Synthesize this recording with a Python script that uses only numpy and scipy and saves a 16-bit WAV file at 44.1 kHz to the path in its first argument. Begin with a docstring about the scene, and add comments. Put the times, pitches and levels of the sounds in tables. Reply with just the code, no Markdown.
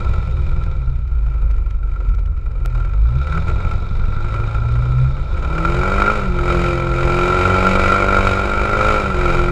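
"""A V8 truck slows to idle, heard from its side: the exhaust drones and throbs, wind buffets the
microphone, valves tick faintly and bits of gas spit out. Near 2.7 s one dry click cuts in; then the
truck pulls away. From about 5 s it runs hard, changing up just after 6 s and near 9 s, and two of its
eight cylinders bark out sharply. Throughout, each firing sends a puff of gas with the same hollow,
ringing tone, and the drone booms whenever its pitch meets a note that the pipe naturally rings at."""
import sys
import numpy as np
from scipy import signal
from scipy.fft import rfft, irfft, next_fast_len
from scipy.io import wavfile
from scipy.ndimage import uniform_filter1d, map_coordinates

SR = 44100
rng = np.random.default_rng(int(sys.argv[2]) if len(sys.argv) > 2 else 0)


def unload_wav(signal):
    """Save mono or channel-first audio to the path in sys.argv[1] as 16-bit WAV at rate SR, clipped to [-1, 1]."""
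    wavfile.write(
        sys.argv[1],
        SR,
        np.round(np.clip(np.atleast_2d(signal).T, -1, 1) * 32767).astype(np.int16),
    )


N = 419391
TIME = np.arange(N) / SR
CRUISE_DB = -28.5  # a middling effort (effort is how hard the exhaust blows)

# The eight cylinders in firing order. Each row: pulse size, push on the throb, pipe delay in seconds.
CYLINDERS = [(.9, 1, 0), (.13, -.3, .0006), (.4, -.5, .0002), (.1, -.1, -.0005), (1, .35, 0),
             (.15, -.2, .0006), (.38, .1, .0002), (.11, -.35, -.0005)]


def amp(db):
    """Turn decibels into a number to multiply by."""
    return 10 ** (np.asarray(db) / 20)


def lookup(rows, x):
    """Read each later column of a table where its first column equals x."""
    first, *columns = np.transpose(rows)
    return [np.interp(x, first, column) for column in columns]


def wobble(rate):
    """A smooth curve through `rate` random values a second."""
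    points = rng.standard_normal(2000)
    return np.interp(TIME, TIME[::64], map_coordinates(points, [TIME[::64] * rate], mode="wrap"))


def steady(x):
    """Hold the average strength of x at 1 over about a fifth of a second."""
    power = uniform_filter1d(uniform_filter1d(x * x, size=7000), size=5000)
    return x / np.sqrt(np.abs(power) + 1e-18)


def filtered(x, response):
    """Multiply each frequency in x by response(hz)."""
    length = 2 * next_fast_len(N // 2 + SR // 4)
    return irfft(rfft(x, length) * response(np.fft.rfftfreq(length, 1 / SR)), length)[:N]


def colour(x, slope, peaks=()):
    """Shape x with a broad curve from bass to treble, with ringing peaks on top."""
    def response(hz):
        slope_hz, slope_db = np.transpose(slope)
        gain = amp(np.interp(np.log(hz + 1), np.log(slope_hz), slope_db))
        lift = 1 + sum((amp(db) ** 2 - 1) / (1 + (2 * (hz - centre) / width) ** 2) ** 2
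                       for centre, width, db in peaks)
        # make the ringing come after each pulse, never before it
        cepstrum = irfft(np.log(gain) + np.log(np.maximum(lift, 1e-3)) / 2)
        cepstrum[1:] *= 2
        cepstrum[len(cepstrum) // 2:] = 0
        return np.exp(rfft(cepstrum))
    return filtered(x, response)


def impulses(at, sizes):
    """Spikes at the given sample positions."""
    return np.bincount(np.clip(np.round(at).astype(int), 0, N - 1), sizes, N)


def bumps(times_s, heights, half_width_s):
    """Smooth bumps centred on the given times."""
    t = np.arange(-SR // 4, SR // 4 + 1) / SR
    return signal.fftconvolve(impulses(times_s * SR, heights), np.exp(-(t / half_width_s) ** 2), "same")


def puffs(spikes, life_s):
    """Swirling gas: noise swells at each spike, peaks about life_s later and dies away."""
    decay = np.exp(-1 / (life_s * SR))
    swell = signal.lfilter([(1 - decay) ** 2], [1, -2 * decay, decay ** 2], spikes ** 2)
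    swell = uniform_filter1d(uniform_filter1d(swell, size=150), size=110)
    return np.sqrt(np.abs(swell)) * rng.standard_normal(N)


def firings(count, lag, scatter_s):
    """The cylinders fire in turn: give the sample position and cylinder of each pulse."""
    number = np.arange(int(count[-1]) - 1)
    cylinder = number % len(CYLINDERS)
    late_s = np.array(CYLINDERS)[cylinder, 2] + scatter_s * rng.standard_normal(4000)[number]
    at = np.interp(number + lag, count, np.arange(N)) + late_s * SR
    return np.clip(at, 0, N - 1).astype(int), cylinder


def drone(count, firing_hz, effort_db, pull):
    """Tones at a half, one, two and three times the firing rate boom where the pipe rings with them."""
    # The pipe's loud and quiet spots. Each row: pitch in Hz, level in dB.
    booms = [(38, -16), (55, -12.5), (66, -18.5), (77, -24), (91, -23), (101, -25.5), (110, -23.5),
             (117, -20.5), (130, -13.5), (143, -41.5), (160, -21), (175, -31.5), (188, -28.5), (212, -39),
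             (250, -49), (300, -34), (336, -21), (356, -21.5), (385, -29.5), (440, -47)]
    extra_db = effort_db - CRUISE_DB
    overtone_db = 6.5 * pull
    phase = 2 * np.pi * count
    tone_db = lookup(booms, firing_hz)[0] + 0.28 * extra_db
    tone = amp(tone_db + 2.56 * wobble(10)) * np.sin(phase + 0.088 * wobble(3.6))
    octave_db = lookup(booms, 2 * firing_hz)[0] - 7 + 0.53 * extra_db + overtone_db
    octave = amp(octave_db + 0.28 * wobble(13)) * np.sin(2 * phase + 0.25 * wobble(21))
    off_boom = np.hypot(1, (3 * firing_hz - 119.3) / 3.7)  # the third tone stands out only near 119 Hz
    third = amp(-28 + overtone_db + 1.6 * wobble(6)) / off_boom * np.sin(3 * phase)
    # one bank (a row of four cylinders) fires half as often
    bank_db = lookup(booms, firing_hz / 2)[0] - 24 + 1.8 * extra_db
    bank = amp(bank_db + 2.5 * wobble(6)) * np.sin(phase / 2 + .25 * wobble(15))
    return np.sqrt(2) * amp(3 * pull) * (bank + tone + octave + third)


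def throb(count, firing_hz):
    """Unequal cylinders rock the pipe's low notes; the strongest pushes also come out as dull chugs."""
    # Low notes of the pipe and cab. Each row: pitch in Hz, width in Hz, level in dB.
    low_notes = [(23.94, 1.9, 5), (58.4, 8.3, -2.5), (71.24, 2.5, -5), (100, 14, -23), (128.6, 3.4, 1),
                 (172, 2, -40)]
    # Strength of the throb at each engine speed. Each row: firings a second, level in dB.
    levels = [(48, -25), (85, -19), (135, -24.5), (175, -21), (205, -26.5)]
    open_share, muffler_hz, chug_hz = 0.11, 280, 210

    def pipe(hz):
        notes = sum((-1) ** k * amp(db) * 1j * hz * width / (centre ** 2 - hz ** 2 + 1j * hz * width)
                    for k, (centre, width, db) in enumerate(low_notes))
        return notes / (1 + 1j * hz / muffler_hz) ** 2

    def outlet(hz):
        return 1j * hz / (20 + 1j * hz) / (1 + 1j * hz / chug_hz) ** 6

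    number = count.astype(int)
    push = np.array(CYLINDERS)[number % len(CYLINDERS), 1] + .14 * rng.standard_normal(4000)[number]
    opening = np.exp(-((count - number - .5) / open_share) ** 2)  # one short gush per firing
    rocking = steady(filtered(push * opening, pipe))
    chugs = steady(filtered(push ** 3 * opening, outlet))
    level_db, = lookup(levels, firing_hz)
    return -amp(level_db) * (rocking + .6 * chugs)


def echoes(spikes, life_s, wet=.35):
    """Every pulse bounces along the same paths under the truck, so the pitch stays clear."""
    t = np.arange(SR // 16) / SR
    tail = rng.standard_normal(len(t)) * np.exp(-t / life_s) * (t > .002)
    return spikes + wet * signal.fftconvolve(spikes, tail / np.linalg.norm(tail))[:N]


def exhaust(at, cylinder, effort_db):
    """Each firing is a pulse and a puff with a hollow tone; effort makes them sharper and less even."""
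    # The ringing notes of the hollow tone. Each row: pitch in Hz, width in Hz, boost in dB.
    hollow_notes = [(353.8, 17.5, 15), (520.3, 14.2, 10), (842, 40, 5), (971, 20, 1.5), (1345.7, 102, 16),
                    (1394, 33, 13), (1977, 46, 11.5), (2342, 253, 16.5), (3070, 42, 8.5), (3805, 220, 9.5),
                    (5210, 630, 3), (6840, 1300, 5), (8200, 710, -5), (10750, 1270, 11)]
    # The low bark, middle ring and high rasp. Each row: frequency in Hz, level in dB.
    bark_shape = [(120, -37.5), (220, 1), (290, -5), (325, -2.5), (430, 4), (590, 1.5), (660, -0.5),
                  (770, -3.5), (900, -1), (1050, 0), (1120, -8), (1300, -3), (1700, -15.5), (3000, -90)]
    ring_shape = [(600, -27), (1100, -1), (1300, 1.5), (1560, 1.5), (1730, -19), (2100, -15.5),
                  (4000, -66.5)]
    rasp_shape = [(900, -39), (1700, 4.5), (2300, 0.5), (2700, 2.5), (3400, -3.5), (4700, -5.5),
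                  (5800, -14), (8500, -13.5), (9800, -32.5), (14000, -31.5), (15500, -58)]
    # What effort changes. Each row: effort in dB, then sharpness, unevenness and air rush from 0 to 1.
    loading = [(-44, .12, .35, 1), (-35, .25, .62, .62), (-23, .8, .85, .56), (-16, .93, .92, .58)]
    # Firings that pop out. Each row: time in seconds, size in dB against the strongest cylinder.
    pops = [(3.348, -6), (3.481, 8), (3.496, 6.5), (3.711, 5), (4.341, 3), (5.374, 3), (5.425, 4),
            (5.447, 5.5), (5.58, 5), (5.65, 5.5), (5.833, 2), (5.98, 1), (6.0196, 6.5), (6.0622, 2),
            (6.078, 1.5), (6.1, 2.5), (6.388, 5.5), (6.409, 1.5), (7.453, -2), (7.667, 0.5), (7.776, -20),
            (8.1448, 1), (8.184, -1.5), (8.27, 3), (8.81, 2), (9.102, 1)]
    # How far the ring stands out over the bark. Each row: time in seconds, boost in dB.
    hollowness = [(0, -4.5), (1.2, -2), (2, 3.5), (3.4, 1.5), (4.6, 2.5), (5.3, -1), (6.07, 2.5),
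                  (6.7, -0.5), (8.1, 2), (9.5, 1)]
    # The ring flares on a stab of throttle. Each row: time in seconds, boost in dB.
    flares = [(3.35, 5), (4.35, 1.5), (5.66, 3.5), (6.0, 0), (7.92, 2), (8.07, 0), (8.16, 0.5)]

    sharp, uneven, rasp_rush = lookup(loading, effort_db)
    drift_db = np.array([1.2 * wobble(3)[at] for _ in CYLINDERS])[cylinder, np.arange(len(at))]
    scatter_db = .9 * rng.standard_normal(4000)[:len(at)]
    size = np.array(CYLINDERS)[cylinder, 0] ** uneven[at] * amp(drift_db + scatter_db)
    regular = -impulses(at, size)
    pop_s, pop_db = np.transpose(pops)
    size[np.abs(at[:, None] - pop_s * SR).argmin(axis=0)] = 0  # a pop replaces the nearest firing
    popping = -impulses(at, size) - impulses(pop_s * SR, amp(pop_db))

    def voice(shape, pulses, pulse_share, life_s, rush):
        """Pulses, puffs and a steady rush of air all take on the same hollow tone."""
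        air = steady(puffs(popping, life_s)) + rush * rng.standard_normal(N)
        gas = np.sqrt(pulse_share) * steady(pulses) + np.sqrt(1 - pulse_share) * steady(air)
        return steady(colour(gas, shape, hollow_notes))

    growl = echoes(regular, life_s=.01)
    crack = echoes(popping, life_s=.007)
    hollow_db, = lookup(hollowness, TIME)
    flare_db = bumps(*np.transpose(flares), half_width_s=0.059)
    bark_db = effort_db + 0.5 - hollow_db / 2
    bark = amp(bark_db) * voice(bark_shape, growl, sharp, life_s=.0069, rush=.31)
    ring_db = CRUISE_DB - 1.5 + 1.157 * (effort_db - CRUISE_DB)  # grows fastest with effort
    ring_db += flare_db + hollow_db / 2 + 1.8 * (1 - sharp) * wobble(22)
    ring = amp(ring_db) * voice(ring_shape, crack, .8 * sharp, life_s=.0015, rush=.5)
    rasp_db = effort_db - 9.5 + flare_db / 2 - .3 * hollow_db + 1.05 * wobble(14)
    rasp = amp(rasp_db) * voice(rasp_shape, crack, sharp / 16, life_s=.002, rush=rasp_rush)
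    return bark + ring + rasp


def wind():
    """Air buffets the microphone in uneven lumps."""
    # The wind's deep rumble. Each row: frequency in Hz, level in dB.
    rumble_shape = [(10, -44.5), (24, 8), (38, -13), (53, 2), (72, -1), (100, -20), (160, -25.5),
                    (260, -34), (500, -38), (1500, -100)]
    # Strength of the buffeting. Each row: time in seconds, level in dB.
    levels = [(0, -19.5), (1.2, -25.5), (2.8, -21), (3.8, -21.5), (5.2, -19.5), (6.6, -20.5), (7.7, -23.5),
              (8.4, -21), (9.5, -20)]
    level_db, = lookup(levels, TIME)
    return steady(colour(rng.standard_normal(N), rumble_shape)) * amp(level_db + 1.6 * wobble(7.6))


def valves(at, firing_hz, pull):
    """The valves clatter faintly with every firing, least at idle, more as the engine labours."""
    # The thin, bright tick of a valve. Each row: frequency in Hz, level in dB.
    tick_shape = [(1500, -32.5), (3000, -22.5), (3500, -2), (3750, 3), (4100, -6.5), (4800, -14),
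                  (5100, -10.5), (5600, -16), (7200, -28.5), (10000, -33.5), (15000, -48.5)]
    idle_hz, revving_hz = 46, 89
    taps = impulses(at, amp(3 * rng.standard_normal(4000)[:len(at)]))
    level_db = np.interp(firing_hz, [idle_hz, revving_hz], [-76.5, -53.5]) + 11.5 * pull
    return amp(level_db) * steady(colour(puffs(taps, life_s=.0025), tick_shape))


def spits():
    """Off the throttle, short spits of gas leave the exhaust, each on a soft thud."""
    # The spits. Each row: time in seconds, relative level in dB.
    events = [(0.311, -39.5), (0.4928, -40), (0.637, -35), (0.8953, -43.5), (0.9573, -46), (1.0762, -44.5),
              (1.511, -38), (1.565, -45.5), (1.708, -39), (2.0888, -42), (2.148, -39.5), (2.193, -44),
              (2.2587, -40.5), (2.375, -47), (2.516, -44.5), (3.7574, -40), (3.9694, -38), (4.0538, -37.5)]
    # The hiss of a spit. Each row: frequency in Hz, level in dB.
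    hiss_shape = [(500, -16.5), (2000, 11.5), (3500, 2.5), (5000, -1), (8000, -11.5), (14000, -22)]
    times_s, db = np.transpose(events)
    hiss = colour(puffs(impulses(times_s * SR, amp(db + 19)), life_s=.00097), hiss_shape)
    thud = bumps(times_s, np.ones(len(times_s)), half_width_s=.004)
    thud -= uniform_filter1d(thud, size=1500)  # take out the deepest bass
    return hiss + amp(-10.5) * thud


def click(start_s, db, life_s):
    """One dry click: a sudden step that eases back."""
    since = np.maximum(TIME - start_s, 0)
    return -amp(db) * (TIME > start_s) * np.exp(-since / life_s)


def pulling(start_s, end_s, fade_s):
    """Rise from 0 to 1 as the clutch takes the truck's weight, hold, and fall as it rolls."""
    return np.clip(np.minimum(TIME - start_s, end_s - TIME) / fade_s, 0, 1)


def scene():
    """Speed and effort play the engine; wind, spits and the click keep their own timing."""
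    # Engine speed: down to idle, a long climb, two gear changes. Each row: seconds, firings a second.
    speeds = [(0.0, 93.0), (0.3, 84.1), (0.6, 81.1), (0.9, 72.1), (1.2, 52.6), (2.0, 45.1), (2.5, 42.6),
              (2.77, 39.1), (3.05, 54.5), (3.3, 76.1), (3.52, 90.1), (4.1, 94.1), (4.27, 102.1),
              (4.6, 113.1), (5.25, 137.1), (5.6, 161.5), (6.13, 212.3), (6.34, 176.6), (6.95, 173.0),
              (7.4, 182.3), (7.98, 195.5), (8.3, 192.8), (8.92, 212.7), (9.0, 204), (9.1, 188), (9.28, 174),
              (9.51, 178.0)]
    # How hard the exhaust blows, following the throttle. Each row: time in seconds, effort in dB.
    efforts = [(0, -34.5), (.15, -36), (.3, -41), (.65, -39.5), (1.05, -49.5), (1.35, -42.5), (1.78, -46.5),
               (2.02, -40), (2.33, -49), (2.8, -37), (3.02, -42.5), (3.36, -31), (3.7, -32.5), (3.9, -39),
               (4.4, -31.5), (4.7, -34), (5.25, -38.5), (5.62, -25.5), (6.09, -18), (6.32, -32), (6.5, -20),
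               (6.9, -26), (7.08, -20.5), (7.55, -17.5), (8.15, -16.5), (8.52, -21.5), (8.92, -16),
               (9.12, -25), (9.3, -19), (9.51, -24.5)]
    firing_hz, = lookup(speeds, TIME)
    effort_db, = lookup(efforts, TIME)
    pull = pulling(start_s=2.62, end_s=3.5, fade_s=0.2)
    count = np.cumsum(firing_hz) / SR + 0.017 * wobble(24)  # firings so far; the crank wavers a little
    at, cylinder = firings(count, lag=.25, scatter_s=.00009)
    low = amp(-4.5 * pull) * (throb(count, firing_hz) + wind())  # both dip as the truck pulls away
    engine = drone(count, firing_hz, effort_db, pull) + exhaust(at, cylinder, effort_db)
    engine += valves(at, firing_hz, pull) + spits()
    return (engine + low + click(start_s=2.66, db=-12.5, life_s=.0002))[None]


def record(dry):
    """Cut off the very highest treble."""
    return filtered(dry[0], lambda hz: hz < 15700)[None]


dry = scene()
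out = record(dry)
unload_wav(out)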